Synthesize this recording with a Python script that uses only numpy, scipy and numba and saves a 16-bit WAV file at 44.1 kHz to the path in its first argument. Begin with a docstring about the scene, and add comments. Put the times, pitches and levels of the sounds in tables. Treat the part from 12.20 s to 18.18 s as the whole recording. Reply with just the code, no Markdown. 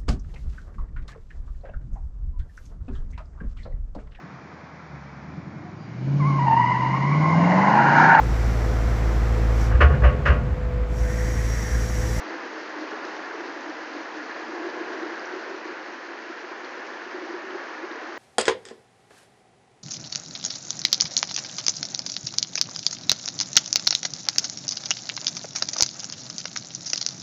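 """Porch of a house in a heavy downpour. Far rain is a wash of shaped noise with one narrow ring in it.
Nearer drops patter on paving and gravel: damped rings at random moments, over fine hissing spray.
Puddle bubbles are rings that rise in pitch; listed flurries, spatters and single drops stand out.
Run-off gurgles hollowly, probably in a downpipe: noise through air modes, broken by round gulps."""
import sys
import numpy as np
from scipy import signal
from scipy.fft import rfft, irfft
from scipy.io import wavfile
from scipy.ndimage import uniform_filter1d, map_coordinates
from numba import njit

SR = 44100
rng = np.random.default_rng(int(sys.argv[2]) if len(sys.argv) > 2 else 0)


def store_wav(level_fs):
    """Save 16-bit WAV to argv[1]."""
    pcm = np.round(np.clip(np.atleast_2d(level_fs), -1, 1) * 32767)
    wavfile.write(sys.argv[1], SR, pcm.T.astype(np.int16))


N = 263718

# rain strength, drives roar, patter, spray, far puddles and trickle: (time [s], level [dB])
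RAIN_STRENGTH = [(0.0, -36.5), (0.45, -37), (1.05, -36.5), (1.95, -37.5), (2.8, -36), (3.15, -37.0),
                 (3.7, -38.5), (4.2, -39.5), (4.38, -38.0), (4.65, -38.5), (5.25, -38.5), (5.41, -37.5),
                 (5.62, -38.5), (5.98, -38)]
RAIN_USUAL_DB = -37.5  # strength at which the base levels hold
# layer level per rain strength [dB/dB]
ROAR_FOLLOWS, PATTER_FOLLOWS, SPRAY_FOLLOWS, TRICKLE_FOLLOWS = 1.77, 0.24, 0.58, 2.4
# base levels [dB]
ROAR_DB, PATTER_DB, SPRAY_DB, TRICKLE_DB = -38.5, -41.5, -52, -46.5
FAR_PLOPS_DB, FAR_PLINKS_DB = -56.5, -76
SPRAY_FADE_DB_PER_S = 0.28  # microphone tilts up, away from the near paving

# filter curve of the far wash: (frequency [Hz], relative gain [dB])
ROAR_COLOUR = [(25, -36), (115, -34), (150, -27), (200, -11.5), (260, -1), (440, 2), (650, 0), (1020, 1),
               (1300, -4), (1900, -5.5), (3500, -26.5), (7000, -48.5)]
# filter curve of slaps on paving: (frequency [Hz], relative gain [dB])
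PATTER_COLOUR = [(120, -70.5), (300, -32.5), (700, -19.5), (1250, -6), (1400, -1.5), (1720, -0.4),
                 (1900, -3), (2200, -8), (2800, -11.5), (3600, -21), (7000, -44.5)]
# filter curve of fine droplets: (frequency [Hz], relative gain [dB])
SPRAY_COLOUR = [(1000, -32), (2800, -2.5), (3600, -3), (4200, 1), (4750, 0.5), (5600, -3.5), (6300, -5),
                (6900, -12), (7400, -22), (7900, -49)]
# added midrange of the wash: (time [s], level [dB])
MIDRANGE_LEVEL = [(4.7, -61), (5.4, -47.5), (5.98, -52)]
# narrow ring in the wash: (time [s], centre [Hz], level [dB])
RIDGE_TRACK = [(0, 1675, -52.5), (1.3, 1690, -50.5), (2.1, 1695, -56), (2.7, 1660, -44.5),
               (3.15, 1557, -46.5), (3.6, 1540, -57), (4.5, 1770, -50), (5.98, 1660, -53)]
RIDGE_WIDTH_HZ = 210.0  # of each of two passes

# big bubbles in the nearest puddle: (time [s], peak [dB], starting pitch [Hz])
NEAR_PLOPS = [(.728, -32, 428), (1.142, -31, 445), (2.162, -32.5, 623), (2.735, -34, 585), (5.76, -35, 455)]
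NEAR_PLOP_CYCLES = 49.0

# surges of run-off: (start [s], hold [s], level [dB])
RUNOFF_SURGES = [(0.12, 0.044, -40), (0.564, 0.085, -36), (0.84, 0.095, -44.5), (1.155, 0.16, -42),
                 (1.738, .08, -42), (1.973, 0.044, -37), (2.195, 0.089, -45), (2.333, 0.16, -35.5),
                 (2.546, .04, -39), (2.695, 0.19, -40.5), (3.125, 0.062, -37), (3.283, 0.069, -39.5),
                 (3.456, 0.068, -38), (3.655, 0.12, -47.5), (3.895, 0.048, -41.5), (4.942, 0.12, -42),
                 (5.1, 0.085, -41.5), (5.234, 0.11, -41.5), (5.634, 0.021, -37), (5.833, 0.1, -42.5)]
SURGE_ATTACK_S, SURGE_RELEASE_S = 0.012, 0.0071  # e-fold times
# air modes of the pipe: (centre [Hz], width of each of two passes [Hz], gain [dB])
AIR_MODES = [(281, 21, -7), (316, 23, 2.5), (341.4, 24.2, -2.5), (368.3, 34, -3.5), (440.6, 76, -10)]
GURGLE_LOW_HZ, GURGLE_HIGH_HZ, GURGLE_WIDTH_HZ = 289, 356.4, 54.0
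FILL_S, FILL_TAKES_S = 2.2, .16  # midpoint and tanh time scale of the gurgle's rise

# bunches of heavier drops on the paving: (start [s], hold [s], level [dB])
DROP_FLURRIES = [(0.12, 0.036, -42), (0.838, 0.038, -43), (1.02, 0.14, -44.5), (1.987, .03, -43),
                 (2.1, 0.068, -41), (3.126, 0.018, -42), (5.385, 0.053, -41), (5.533, 0.022, -42.5)]
FLURRY_ATTACK_S, FLURRY_RELEASE_S = 0.0074, 0.022  # e-fold times, also of spatters

# loudest gulps of the pipe: (time [s], peak [dB], pitch [Hz])
PIPE_GULPS = [(.127, -36, 325), (.163, -33, 315), (.375, -36, 319), (.5, -35, 330), (.578, -35.5, 322),
              (.629, -29.5, 316), (.85, -31, 338), (.936, -37, 312), (1.211, -30, 347), (1.289, -32, 304),
              (1.374, -33.5, 328), (1.473, -31.5, 312), (1.499, -28.5, 316), (1.767, -27.5, 318),
              (1.81, -30.5, 310), (2.036, -40, 326), (2.162, -38, 320), (2.294, -31, 338),
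              (2.338, -28.5, 330.6), (2.374, -29.5, 336), (2.41, -29.5, 318.6), (2.448, -27, 357),
              (2.474, -27, 347), (2.616, -24.5, 333), (2.722, -30, 352), (2.757, -31, 375),
              (2.836, -24.5, 344.4), (2.87, -30, 330), (2.93, -31.5, 330), (3.123, -32, 344),
              (3.165, -29, 355), (3.318, -30, 372), (3.496, -35, 350), (3.657, -36, 355), (3.73, -40, 365),
              (3.928, -37, 338), (4.103, -30.5, 347), (4.247, -33.5, 355), (4.319, -34, 358),
              (4.445, -36, 360), (4.59, -41, 359), (4.725, -37.5, 364), (4.87, -38, 363),
              (4.951, -28.5, 363), (4.99, -30, 346.5), (5.035, -31, 332), (5.108, -31, 346.5),
              (5.146, -28.5, 372), (5.247, -34, 360), (5.331, -31, 362), (5.356, -26.5, 370),
              (5.646, -28, 362), (5.718, -31.5, 335), (5.884, -35.5, 340)]
GULP_SWELL_S = 0.0086  # from peak to 1/e
GULP_CHOKE = .7  # share of the gurgle shut off at the peak of a gulp

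# single drops close by: (time [s], peak [dB], starting pitch [Hz], ring [cycles])
NEAR_DRIPS = [(.495, -37, 6900, 30), (.598, -37, 5500, 20), (.853, -35, 6100, 25), (.963, -39, 5600, 70),
              (.967, -39.5, 3580, 49), (1.409, -38, 6100, 40), (1.498, -38, 5740, 35),
              (1.77, -40, 3950, 40), (2.114, -35, 4130, 30), (2.145, -37, 4130, 35), (2.829, -37, 3850, 42),
              (2.9954, -32, 4850, 32), (3.057, -34.5, 5780, 44), (4.4466, -30, 4350, 20),
              (5.307, -34.5, 2950, 41), (5.715, -33.5, 3790, 22)]
DRIP_GLIDE = .04  # pitch rise [share]
DROPLET_MAX_DB = -11  # relative to the drop
DROPLET_DELAY_SPREAD_S, DROPLET_PITCH_RATIO = .024, 1.22
WALL_ECHO_S, WALL_DB = 0.0033, -10.5

# bursts of fine drops: (start [s], hold [s], level [dB])
FINE_SPATTERS = [(0.576, .03, -55.5), (0.847, .06, -55), (1.262, .05, -57.5), (2.49, .02, -58),
                 (5.48, .015, -56)]

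TOP_HZ = 7800


def undb(db):
    """Decibels to gain."""
    return 10 ** (np.asarray(db) / 20)


def unit(x):
    """Scale to rms 1."""
    return x / np.sqrt(np.mean(x ** 2))


def curves(table):
    """Interpolate the columns of (time, ..) rows to one value a sample."""
    s, *columns = np.transpose(table)
    return [np.interp(np.arange(N) / SR, s, c) for c in columns]


def walk(rate_hz):
    """Smooth random wandering through normal knots, spread near 1."""
    knots = rng.standard_normal(size=2048)
    return map_coordinates(knots, [np.arange(N) / SR * rate_hz], order=2, mode="mirror")


def band(x, low_hz, high_hz, order=3):
    """Zero-phase Butterworth band-pass."""
    sos = signal.butter(order, [low_hz, high_hz], "bandpass", fs=SR, output="sos")
    return signal.sosfiltfilt(sos, x, padtype=None)


def envelope(start_s, hold_s, attack_s, release_s):
    """Exponential swell up to the start, hold, exponential decay."""
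    t = np.arange(N) / SR - start_s
    before = np.maximum(-t / attack_s, 0)
    after = np.maximum((t - hold_s) / release_s, 0)
    return np.exp(-np.minimum(before + after, 20))


def colour(x, points):
    """Filter by a (Hz, dB) curve, linear in log frequency, then scale to rms 1."""
    hz, db = np.transpose(points)
    bins_hz = np.maximum(np.fft.rfftfreq(N, 1 / SR), 1)
    gain = undb(np.interp(np.log(bins_hz), np.log(hz), db))
    return unit(irfft(rfft(x) * gain, N))


@njit
def resonance(x, hz, width_hz):
    """State-variable band-pass with a moving centre."""
    y, b, l = np.empty(len(x)), 0., 0.
    for i in range(len(x)):
        g, k = np.tan(np.pi * hz[i] / SR), width_hz / hz[i]
        v = (b + g * (x[i] - l)) / (1 + g * (g + k))
        b, l, y[i] = 2 * v - b, l + 2 * g * v, k * v
    return y


@njit
def grains(start_s, hz, cycles, size, glide):
    """Damped rings: 60 dB down in their cycles while the pitch rises by the share glide."""
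    out = np.zeros(N)
    for k in range(len(start_s)):
        first, length = int(start_s[k] * SR), cycles[k] * SR / hz[k]
        for i in range(min(int(length), N - first)):
            age = i / length
            phase = 2 * np.pi * cycles[k] * age * (1 + glide * age / 2)
            out[first + i] += size[k] * np.exp(-6.9 * age) * np.sin(phase)
    return out


def shower(rate_hz, low_hz, high_hz, mean_cycles, spread_db, glide=0.):
    """Rings at random moments and pitches, with exponentially spread dB levels; rms 1."""
    when, pitch, ring, near = rng.random((int(rate_hz * N / SR), 4)).T
    hz = low_hz + (high_hz - low_hz) * pitch
    nearness = np.minimum(-np.log(1 - near), 6)
    size = undb(spread_db * nearness) * np.sqrt(hz)
    return unit(grains(when * N / SR, hz, mean_cycles * (.5 + ring), size, float(glide)))


def roar(gust_db):
    """Far rain on grass and roofs, blurred into wavering noise; late on, its midrange fills out."""
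    level_db = ROAR_DB + ROAR_FOLLOWS * gust_db + 0.41 * walk(8.3)
    wash = colour(rng.standard_normal(N), ROAR_COLOUR) * undb(level_db)
    midrange = unit(band(rng.standard_normal(N), 930, 1470))
    return wash + midrange * undb(curves(MIDRANGE_LEVEL)[0])


def ridge():
    """Narrow ring that shifts as the microphone turns, probably a hollow of the porch: resonated noise."""
    hz, db = curves(RIDGE_TRACK)
    ring = resonance(rng.standard_normal(N), hz, RIDGE_WIDTH_HZ)
    ring = resonance(ring, hz, RIDGE_WIDTH_HZ)
    return unit(ring) * undb(db)


def patter(gust_db):
    """Drops slap on wet paving and gravel: dense short rings."""
    slaps = shower(rate_hz=6000, low_hz=595, high_hz=4420, mean_cycles=11.5, spread_db=1.25)
    level_db = PATTER_DB + PATTER_FOLLOWS * gust_db + 0.18 * walk(12)
    return colour(slaps, PATTER_COLOUR) * undb(level_db)


def spray(gust_db):
    """Droplets of broken splashes tick on the stones, their level flickering, over the hiss of those further
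    off."""
    ticks = shower(rate_hz=3000, low_hz=2920, high_hz=8220, mean_cycles=14, spread_db=1.34)
    flicker = undb(1.3 * walk(30))
    hiss = undb(6.5) * rng.standard_normal(N)
    fade_db = SPRAY_FADE_DB_PER_S * (np.arange(N) - N / 2) / SR
    level_db = SPRAY_DB + SPRAY_FOLLOWS * gust_db - fade_db + 0.23 * walk(13)
    return colour(ticks * flicker + hiss, SPRAY_COLOUR) * undb(level_db)


def puddles(gust_db):
    """Trapped air bubbles ring and rise in pitch: big ones plop, tiny ones plink; a few plop close by."""
    plops = shower(rate_hz=56, low_hz=426.0, high_hz=1500, mean_cycles=29, spread_db=2.0, glide=0.03)
    plinks = shower(rate_hz=55, low_hz=2580, high_hz=6490, mean_cycles=100, spread_db=-0.5, glide=0.044)
    far = band(plops, 380, 1900) * undb(FAR_PLOPS_DB) + band(plinks, 2000, 6200) * undb(FAR_PLINKS_DB)
    s, db, hz = np.array(NEAR_PLOPS, float).T.copy()
    near = grains(s, hz, np.full(len(s), NEAR_PLOP_CYCLES), undb(db), 0.044)
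    return far * undb(gust_db) + band(near, 330, 900)


def flow(gust_db):
    """Run-off level: surges power-summed with a trickle that grows with the rain."""
    trickle = undb(TRICKLE_DB + TRICKLE_FOLLOWS * gust_db)
    power = trickle ** 2
    for s, hold_s, db in RUNOFF_SURGES:
        power = power + (undb(db) * envelope(s, hold_s, SURGE_ATTACK_S, SURGE_RELEASE_S)) ** 2
    return np.sqrt(power)


def downpipe(gust_db):
    """Falling water stirs the pipe's air modes as loudly as it flows; the gurgle rises as the pipe fills."""
    filled = .5 + .5 * np.tanh((np.arange(N) / SR - FILL_S) / FILL_TAKES_S)
    gurgle_hz = GURGLE_LOW_HZ + (GURGLE_HIGH_HZ - GURGLE_LOW_HZ) * filled
    air = 0
    for hz, width_hz, db in AIR_MODES:
        stir = resonance(rng.standard_normal(N), gurgle_hz, GURGLE_WIDTH_HZ)
        centre_hz = np.full(N, float(hz))
        mode = resonance(stir, centre_hz, float(width_hz))
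        mode = resonance(mode, centre_hz, float(width_hz))
        air = air + undb(db) * mode
    # the unbroken stream keeps the air ringing fairly evenly
    swell = np.sqrt(uniform_filter1d(air ** 2, size=2200) + 1e-12)
    gurgle = unit(air / swell ** 1.1) * flow(gust_db)
    return band(gulps(gurgle), 267, 700)


def flurries():
    """Bunches of heavy drops land together: gated slaps."""
    slaps = shower(rate_hz=1800, low_hz=1010, high_hz=2226, mean_cycles=11, spread_db=3.0)
    bunches = sum(undb(db) * envelope(s, hold_s, FLURRY_ATTACK_S, FLURRY_RELEASE_S)
                  for s, hold_s, db in DROP_FLURRIES)
    return colour(slaps, PATTER_COLOUR) * bunches


def gulps(gurgle):
    """Slugs of water choke the gurgle, each swelling into one round sine note."""
    t = np.arange(N) / SR
    notes, choke = 0, 0
    for s, db, hz in PIPE_GULPS:
        slug = np.exp(-np.minimum(((t - s) / GULP_SWELL_S) ** 2, 20))
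        notes = notes + slug * undb(db) * np.sin(2 * np.pi * (hz * t + rng.random()))
        choke = np.maximum(choke, slug)
    return gurgle * (1 - GULP_CHOKE * choke) + notes


def drips():
    """Single drops tick close by; each throws up four later droplets, and the house wall answers."""
    s, db, hz, cycles = np.array(NEAR_DRIPS, float).T.copy()
    ticks = grains(s, hz, cycles, undb(db), DRIP_GLIDE)
    for late, pitch, weak in rng.random(size=(4, 3, len(s))):
        landing_s = s + DROPLET_DELAY_SPREAD_S * (.1 + late)
        droplet_hz = hz * DROPLET_PITCH_RATIO ** (2 * pitch - 1)
        size = undb(db + DROPLET_MAX_DB) * (1 - weak / 2)
        ticks = ticks + grains(landing_s, droplet_hz, cycles, size, DRIP_GLIDE)
    t = np.arange(N) / SR
    echo = undb(WALL_DB) * np.interp(t - WALL_ECHO_S, t, ticks)
    return band(ticks + echo, 2200, 7000, order=8)


def spatters():
    """Sheets of fine drops hit the near paving: gated high ticks."""
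    ticks = shower(rate_hz=700, low_hz=3530, high_hz=7240, mean_cycles=16, spread_db=3.0)
    sheets = sum(undb(db) * envelope(s, hold_s, FLURRY_ATTACK_S, FLURRY_RELEASE_S)
                 for s, hold_s, db in FINE_SPATTERS)
    return colour(ticks, SPRAY_COLOUR) * sheets


def scene():
    """Sum all layers in one channel; the rain swells and eases around its usual strength."""
    gust_db = curves(RAIN_STRENGTH)[0] - RAIN_USUAL_DB
    wash = roar(gust_db) + ridge()
    paving = patter(gust_db) + flurries() + spray(gust_db) + spatters()
    water = puddles(gust_db) + downpipe(gust_db)
    return (wash + paving + water + drips())[None]


def record(dry):
    """Narrow-band phone microphone: a steep elliptic low-pass cuts the top."""
    return signal.sosfilt(signal.ellip(8, .2, 70, TOP_HZ, fs=SR, output="sos"), dry)


dry = scene()
out = record(dry)
store_wav(out)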